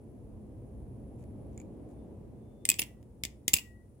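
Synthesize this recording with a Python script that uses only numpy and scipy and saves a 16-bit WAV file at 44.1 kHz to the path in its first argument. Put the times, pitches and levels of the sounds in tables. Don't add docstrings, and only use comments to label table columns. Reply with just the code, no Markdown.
import sys
import numpy as np
from scipy import signal
from scipy.fft import rfft, irfft
from scipy.io import wavfile
from scipy.ndimage import uniform_filter1d

SR = 44100
rng = np.random.default_rng(int(sys.argv[2]) if len(sys.argv) > 2 else 0)


def unload_audio(sound):
    columns = np.transpose(np.atleast_2d(sound))
    steps = np.round(np.clip(columns, -1, 1) * 32767)
    wavfile.write(sys.argv[1], SR, steps.astype(np.int16))


N = 176400
CONTACT_S = 0.00041
LEFT_RIGHT = np.array([[1], [-1]])


def undb(db):
    return 10 ** (np.asarray(db) / 20)


def curve(points, size):
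    hz, value = np.array(points, float).T
    return np.interp(np.log(np.fft.rfftfreq(size, 1 / SR) + 1), np.log(hz), value)


def colour(x, db):
    size = x.shape[-1]
    cepstrum = irfft(np.log(undb(db)), size)
    cepstrum[1:size // 2] *= 2
    cepstrum[size // 2 + 1:] = 0
    return irfft(rfft(x) * np.exp(rfft(cepstrum)), size)


def fade(t, t60_s):
    return np.exp(-np.log(1000) * t / t60_s)


def swell(t, peak_s, length_s):
    return np.exp(-(2 * (t - peak_s) / length_s) ** 2)


def noise(points):
    x = irfft(rfft(rng.standard_normal(N)) * undb(curve(points, N)), N)
    return x / x.std()


def wander(width_hz, centre_hz=0):
    hz = np.fft.rfftfreq(N, 1 / SR)
    x = irfft(rfft(rng.standard_normal(N)) * np.exp(-((hz - centre_hz) / width_hz) ** 2), N)
    return x / x.std()


def rumble(t, crossover_hz=149, wide_hz=2200):
    # frequency in Hz, relative density in dB.
    spectrum = [(20, -45), (45, -4.5), (75, -6.5), (95, 0), (120, -4.5), (160, -11.5), (210, -9.5),
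                (300, -12), (510, -19.5), (720, -28), (1000, -37.5), (1400, -52), (2500, -56), (16000, -89)]
    # time in seconds, gain below the crossover in dB, gain above it in dB.
    levels = [(0, -53, -49), (.4, -47, -47.5), (1.1, -49, -46), (1.45, -45, -44), (1.8, -53.5, -44),
              (2.15, -52, -45), (2.63, -52.5, -50), (4, -56.5, -57)]
    # hum frequency in Hz, level in dB relative to the bass gain.
    hum_lines = [(62, -6), (124, -10), (214, -12)]
    times_s, bass_db, upper_db = np.array(levels).T
    bass_gain = undb(np.interp(t, times_s, bass_db))
    upper_gain = undb(np.interp(t, times_s, upper_db))
    hz = np.fft.rfftfreq(N, 1 / SR)
    side = irfft(rfft(noise(spectrum)) * np.sqrt(np.minimum(0.033 + hz / wide_hz, 1)), N)
    air = noise(spectrum) - side * LEFT_RIGHT
    bass = irfft(rfft(air) / (1 + (hz / crossover_hz) ** 4), N)
    hum = sum(undb(db) * wander(width_hz=4, centre_hz=hum_hz) for hum_hz, db in hum_lines)
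    return bass_gain * (bass + hum) + upper_gain * (air - bass)


def hiss(level_db=-78):
    # frequency in Hz, relative density in dB.
    spectrum = [(1000, -5.5), (4000, -19.5), (9600, -13), (11000, -16), (16000, -20)]
    return undb(level_db) * np.array([noise(spectrum), noise(spectrum)])


def insects(t, width_hz=280, pan_db=6.5):
    # time in seconds, pitch in Hz, level in dB.
    track = [(0, 9960, -82), (.35, 9750, -84.5), (.78, 9820, -81), (1.42, 9920, -80.5), (1.6, 9680, -86.5),
             (1.98, 9700, -81), (2.08, 9724, -88), (4, 9750, -83)]
    times_s, hz, db = np.array(track).T
    phase = 2 * np.pi * np.cumsum(np.interp(t, times_s, hz)) / SR
    buzz = np.array([wander(width_hz) * np.cos(phase) + wander(width_hz) * np.sin(phase)
                     for _ in range(2)])
    return buzz * undb(np.interp(t, times_s, db) + LEFT_RIGHT * pan_db / 2)


def fingers(t, grain_db=3.5, grain_samples=48):
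    # peak time in seconds, length in seconds, level in dB.
    slides = [(1.211, 0.067, -73), (1.536, 0.04, -76), (1.599, 0.051, -67), (1.914, 0.051, -75.5)]
    # frequency in Hz, relative density in dB.
    spectrum = [(1500, 1), (2350, 7), (3200, -2.5), (5800, -2), (7000, 7), (8300, 1), (16000, -9)]
    envelope = sum(undb(db) * swell(t, peak_s, length_s) for peak_s, length_s, db in slides)
    catches = undb(grain_db * rng.exponential(size=N // grain_samples + 1))
    ticks = rng.standard_normal((2, N)) * np.repeat(catches, grain_samples)[:N]
    rub = colour(ticks, curve(spectrum, N))
    return envelope * rub / rub.std()


def burst(t, t60_s, grain_db=0, grain_samples=32, spread=0.87):
    strengths = undb(grain_db * np.minimum(rng.exponential(size=len(t) // grain_samples), np.pi))
    envelope = np.repeat(strengths, grain_samples) * (1 - np.exp(-t / CONTACT_S)) * fade(t, t60_s)
    mid, side = rng.standard_normal((2, len(t))) * envelope
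    x = mid + spread * side * LEFT_RIGHT
    power = uniform_filter1d((np.abs(rfft(x)) ** 2).mean(0), size=250)
    return colour(x, -10 * np.log10(power))


def ring(t, hz, t60_s, detune=0.00027, lag_rad=0.63):
    tune, lag = rng.standard_normal(2)
    phase = 2 * np.pi * hz * (1 + detune * tune) * t
    return fade(t, t60_s) * np.sin(phase + lag_rad * lag * LEFT_RIGHT / 2)


def knife(size=8192):
    # start in seconds, clack, mid and treble gains in dB, handle pitch
    # in Hz, handle level in dB, pivot clink pitch in Hz, clink level in dB, blade gain in dB.
    blows = [(1.5769, -25, -44, -38, 2250, -48, 7100, -32.5, -75),
             (1.6008, -41, -42, -48, 2310, -50, 6950, -37, -79),
             (1.6150, -43, -45, -49, 2340, -52.5, 7000, -48, -77),
             (2.6530, -1, 0, -5, 2100, -30.5, 8500, -11.5, -43),
             (2.6897, 7.5, 8, 8.5, 2404, -22.5, 7950, -3, -28),
             (2.7006, 5.5, 10, 9.5, 2600, -16.5, 7930, -6.5, -36.5),
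             (2.7160, 2, -0.5, -6.5, 2530, -29.5, 7770, -23.5, -51),
             (2.7410, -7, -8.5, -21.5, 2460, -42.5, 7500, -28, -58),
             (2.7877, -13.5, -9.5, -12, 2800, -33.5, 6500, -35.5, -50.5),
             (2.7920, 5, -0.5, 1, 2654, -19.5, 5300, -15, -43.5),
             (2.7947, 3.5, 1, 2.5, 2730, -25.5, 6210, -25.5, -26.5),
             (2.8178, -4.5, -4, -4.5, 2810, -26.5, 6110, -22.5, -53.5),
             (2.8200, 3, -9.5, -8.5, 2750, -31.5, 8230, -28.5, -59.5),
             (2.8272, -6.5, -11.5, -19.5, 2870, -29.5, 8200, -33, -53.5),
             (2.8360, -13.5, -16.5, -19, 2725, -42.5, 7770, -35.5, -59),
             (3.028, -36, -40, -42, 1920, -64.5, 7100, -64, -85),
             (3.2362, 2.5, 3, -4.5, 2200, -24, 7000, -22.5, -60),
             (3.2510, 0, -0.5, -9, 2290, -40, 6550, -32.5, -60.5),
             (3.4798, 4.5, 7.5, 5.5, 2435, -33, 6700, -14, -33.5),
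             (3.4812, 5.5, 3, -0.5, 3334, -28, 7630, -20, -48),
             (3.534, 6.5, 6, 8.5, 2716, -23.5, 6880, -13.5, -43),
             (3.5377, 8, 13, 11.5, 2714, -17.5, 7530, -13.5, -43),
             (3.5385, 5, 10, 9.5, 2840, -12, 7150, -17.5, -42),
             (3.5409, 4.5, 3, 8.5, 2740, -27.5, 7760, -12.5, -28),
             (3.5558, -7, -6, -13.5, 2570, -46, 6810, -24.5, -55),
             (3.5646, -6.5, -5, -7, 2520, -23, 7800, -30, -50.5),
             (3.5680, -9, -10.5, -9.5, 2520, -29.5, 4650, -22, -50.5),
             (3.571, -7, -6.5, -3.5, 2600, -29, 7800, -29.5, -48),
             (3.5854, -7.5, -9, -15, 2700, -26, 4670, -31.5, -59),
             (3.5930, -12.5, -14, -16.5, 2830, -34, 7330, -35, -58)]
    zones_hz = [2580, 7000, 11790]
    # frequency in Hz, gain in dB.
    contact = [(40, -10), (250, -0.5), (600, -11.5), (1000, -17.5), (1400, -30.5), (1900, -6), (2350, -1.5),
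               (3000, -1), (3450, -0.5), (4100, -7), (5000, -2), (5700, -4.5), (6700, -2), (7900, 1),
               (8800, -9), (9500, -3.5), (13400, -4), (14500, 0), (15700, -4)]
    # frequency in Hz, relative level in dB, T60 in seconds.
    knife_modes = [(2085, -54, 0.12), (2436, -49.5, 0.07), (2980, -50, 0.051), (5050, -52.5, 0.07),
                   (6870, -44.5, .04), (7800, -46.5, 0.035)]
    blade_modes = [(9850, 2, 0.065), (14320, -5.5, .08)]
    # start in seconds, pitch in Hz, level in dB, T60 in seconds.
    loose_rings = [(2.6897, 2509, -26.5, 0.14), (3.5385, 2770, -31, .055), (3.5647, 2527, -37.5, .08)]
    t = np.arange(size) / SR
    out = np.zeros((2, N + size))
    onset = 1 - np.exp(-t / CONTACT_S)
    for start_s, clack_db, mid_db, treble_db, handle_hz, handle_db, clink_hz, clink_db, blade_db in blows:
        crack = undb(-1.77) * burst(t, t60_s=0.0075)
        rattle = undb(-11) * burst(t, t60_s=0.073, grain_db=3)
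        impact = colour(crack + rattle, curve(contact, size))
        metal = onset * sum(undb(db) * ring(t, hz, t60_s) for hz, db, t60_s in knife_modes)
        zones_db = curve(list(zip(zones_hz, (clack_db, mid_db, treble_db))), size)
        blow = colour(impact + metal, zones_db)
        blade = onset * sum(undb(db + blade_db) * ring(t, hz, t60_s) for hz, db, t60_s in blade_modes)
        handle = undb(handle_db) * onset ** 2 * ring(t, handle_hz, t60_s=0.016)
        clink = undb(clink_db) * onset * ring(t, clink_hz, t60_s=0.0075)
        i = int(start_s * SR)
        out[:, i:i + size] += blow + blade + handle + clink
    for start_s, hz, db, t60_s in loose_rings:
        i = int(start_s * SR)
        out[:, i:i + size] += undb(db) * onset * ring(t, hz, t60_s)
    return ports(out)[:, :N]


def ports(x):
    # frequency in Hz, left phase lead in radians, left minus right in dB.
    response = [(300, 0.35, -3), (750, -0.77, -4.5), (1430, -0.57, 3), (2500, 0.86, -1), (3830, 2, -2),
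                (5350, -2.13, 1.5), (7600, 0.96, 0), (10700, -1.1, 0.5), (14300, 0, -1)]
    hz, lead_rad, pan_db = np.array(response).T
    size = x.shape[-1]
    lead = np.exp(1j * curve(list(zip(hz, lead_rad)), size))
    shade = undb(curve(list(zip(hz, pan_db)), size) / 2)
    return irfft(rfft(x) * np.array([lead * shade, 1 / shade]), size)


def garden_scatter(x, gain_db=-16, build_s=0.0025, t60_s=0.26, size=24000):
    # frequency in Hz, relative gain in dB.
    spectrum = [(200, -8.5), (1200, 12.5), (2400, 1), (4000, -2), (15500, -5)]
    t = np.arange(size) / SR
    tail = rng.standard_normal((2, size)) * (1 - np.exp(-t / build_s)) * fade(t, t60_s)
    tail /= np.sqrt((tail ** 2).sum(1, keepdims=True))
    tail = colour(tail, curve(spectrum, size))
    return undb(gain_db) * signal.fftconvolve(x, tail, axes=1)[:, :N]


def singing_metal(t, waver_hz=35, drift_hz=10, flicker_db=2.5):
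    # peak time in seconds, length in seconds, pitch in Hz, level in dB, left minus right in dB.
    swings = [(2.004, 0.16, 3550, -89, 10), (2.62, 0.38, 3520, -86.5, 15), (2.908, 0.17, 1950, -74.5, 6),
              (3.679, .25, 1932, -66, 11.5)]
    drift_cycles = np.cumsum(wander(waver_hz)) * drift_hz / SR
    flicker = undb(flicker_db * wander(waver_hz))
    out = np.zeros((2, N))
    for peak_s, length_s, hz, db, pan_db in swings:
        tone = np.sin(2 * np.pi * (hz * t + drift_cycles))
        out += undb(db + LEFT_RIGHT * pan_db / 2) * swell(t, peak_s, length_s) * tone
    return flicker * out


def palm(t):
    # start in seconds, pitch in Hz, level in dB, T60 in seconds.
    bumps = [(2.690, 190, -33.5, .05), (2.793, 420, -42, .03), (3.538, 80, -32.5, 0.097),
             (3.536, 200, -36.5, .07), (3.538, 780, -37, 0.022)]
    out = np.zeros(N)
    for start_s, hz, db, t60_s in bumps:
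        age_s = np.maximum(t - start_s, 0)
        out += undb(db) * fade(age_s, t60_s) * np.sin(2 * np.pi * hz * age_s)
    return out


def scene():
    t = np.arange(N) / SR
    background = rumble(t) + hiss() + insects(t)
    rubs = fingers(t)
    clacks = knife()
    return background + rubs + clacks + garden_scatter(clacks) + singing_metal(t) + palm(t)


def record(dry, cutoff_hz=15850):
    return signal.sosfilt(signal.ellip(10, .2, 75, cutoff_hz, fs=SR, output="sos"), dry)


dry = scene()
out = record(dry)
unload_audio(out)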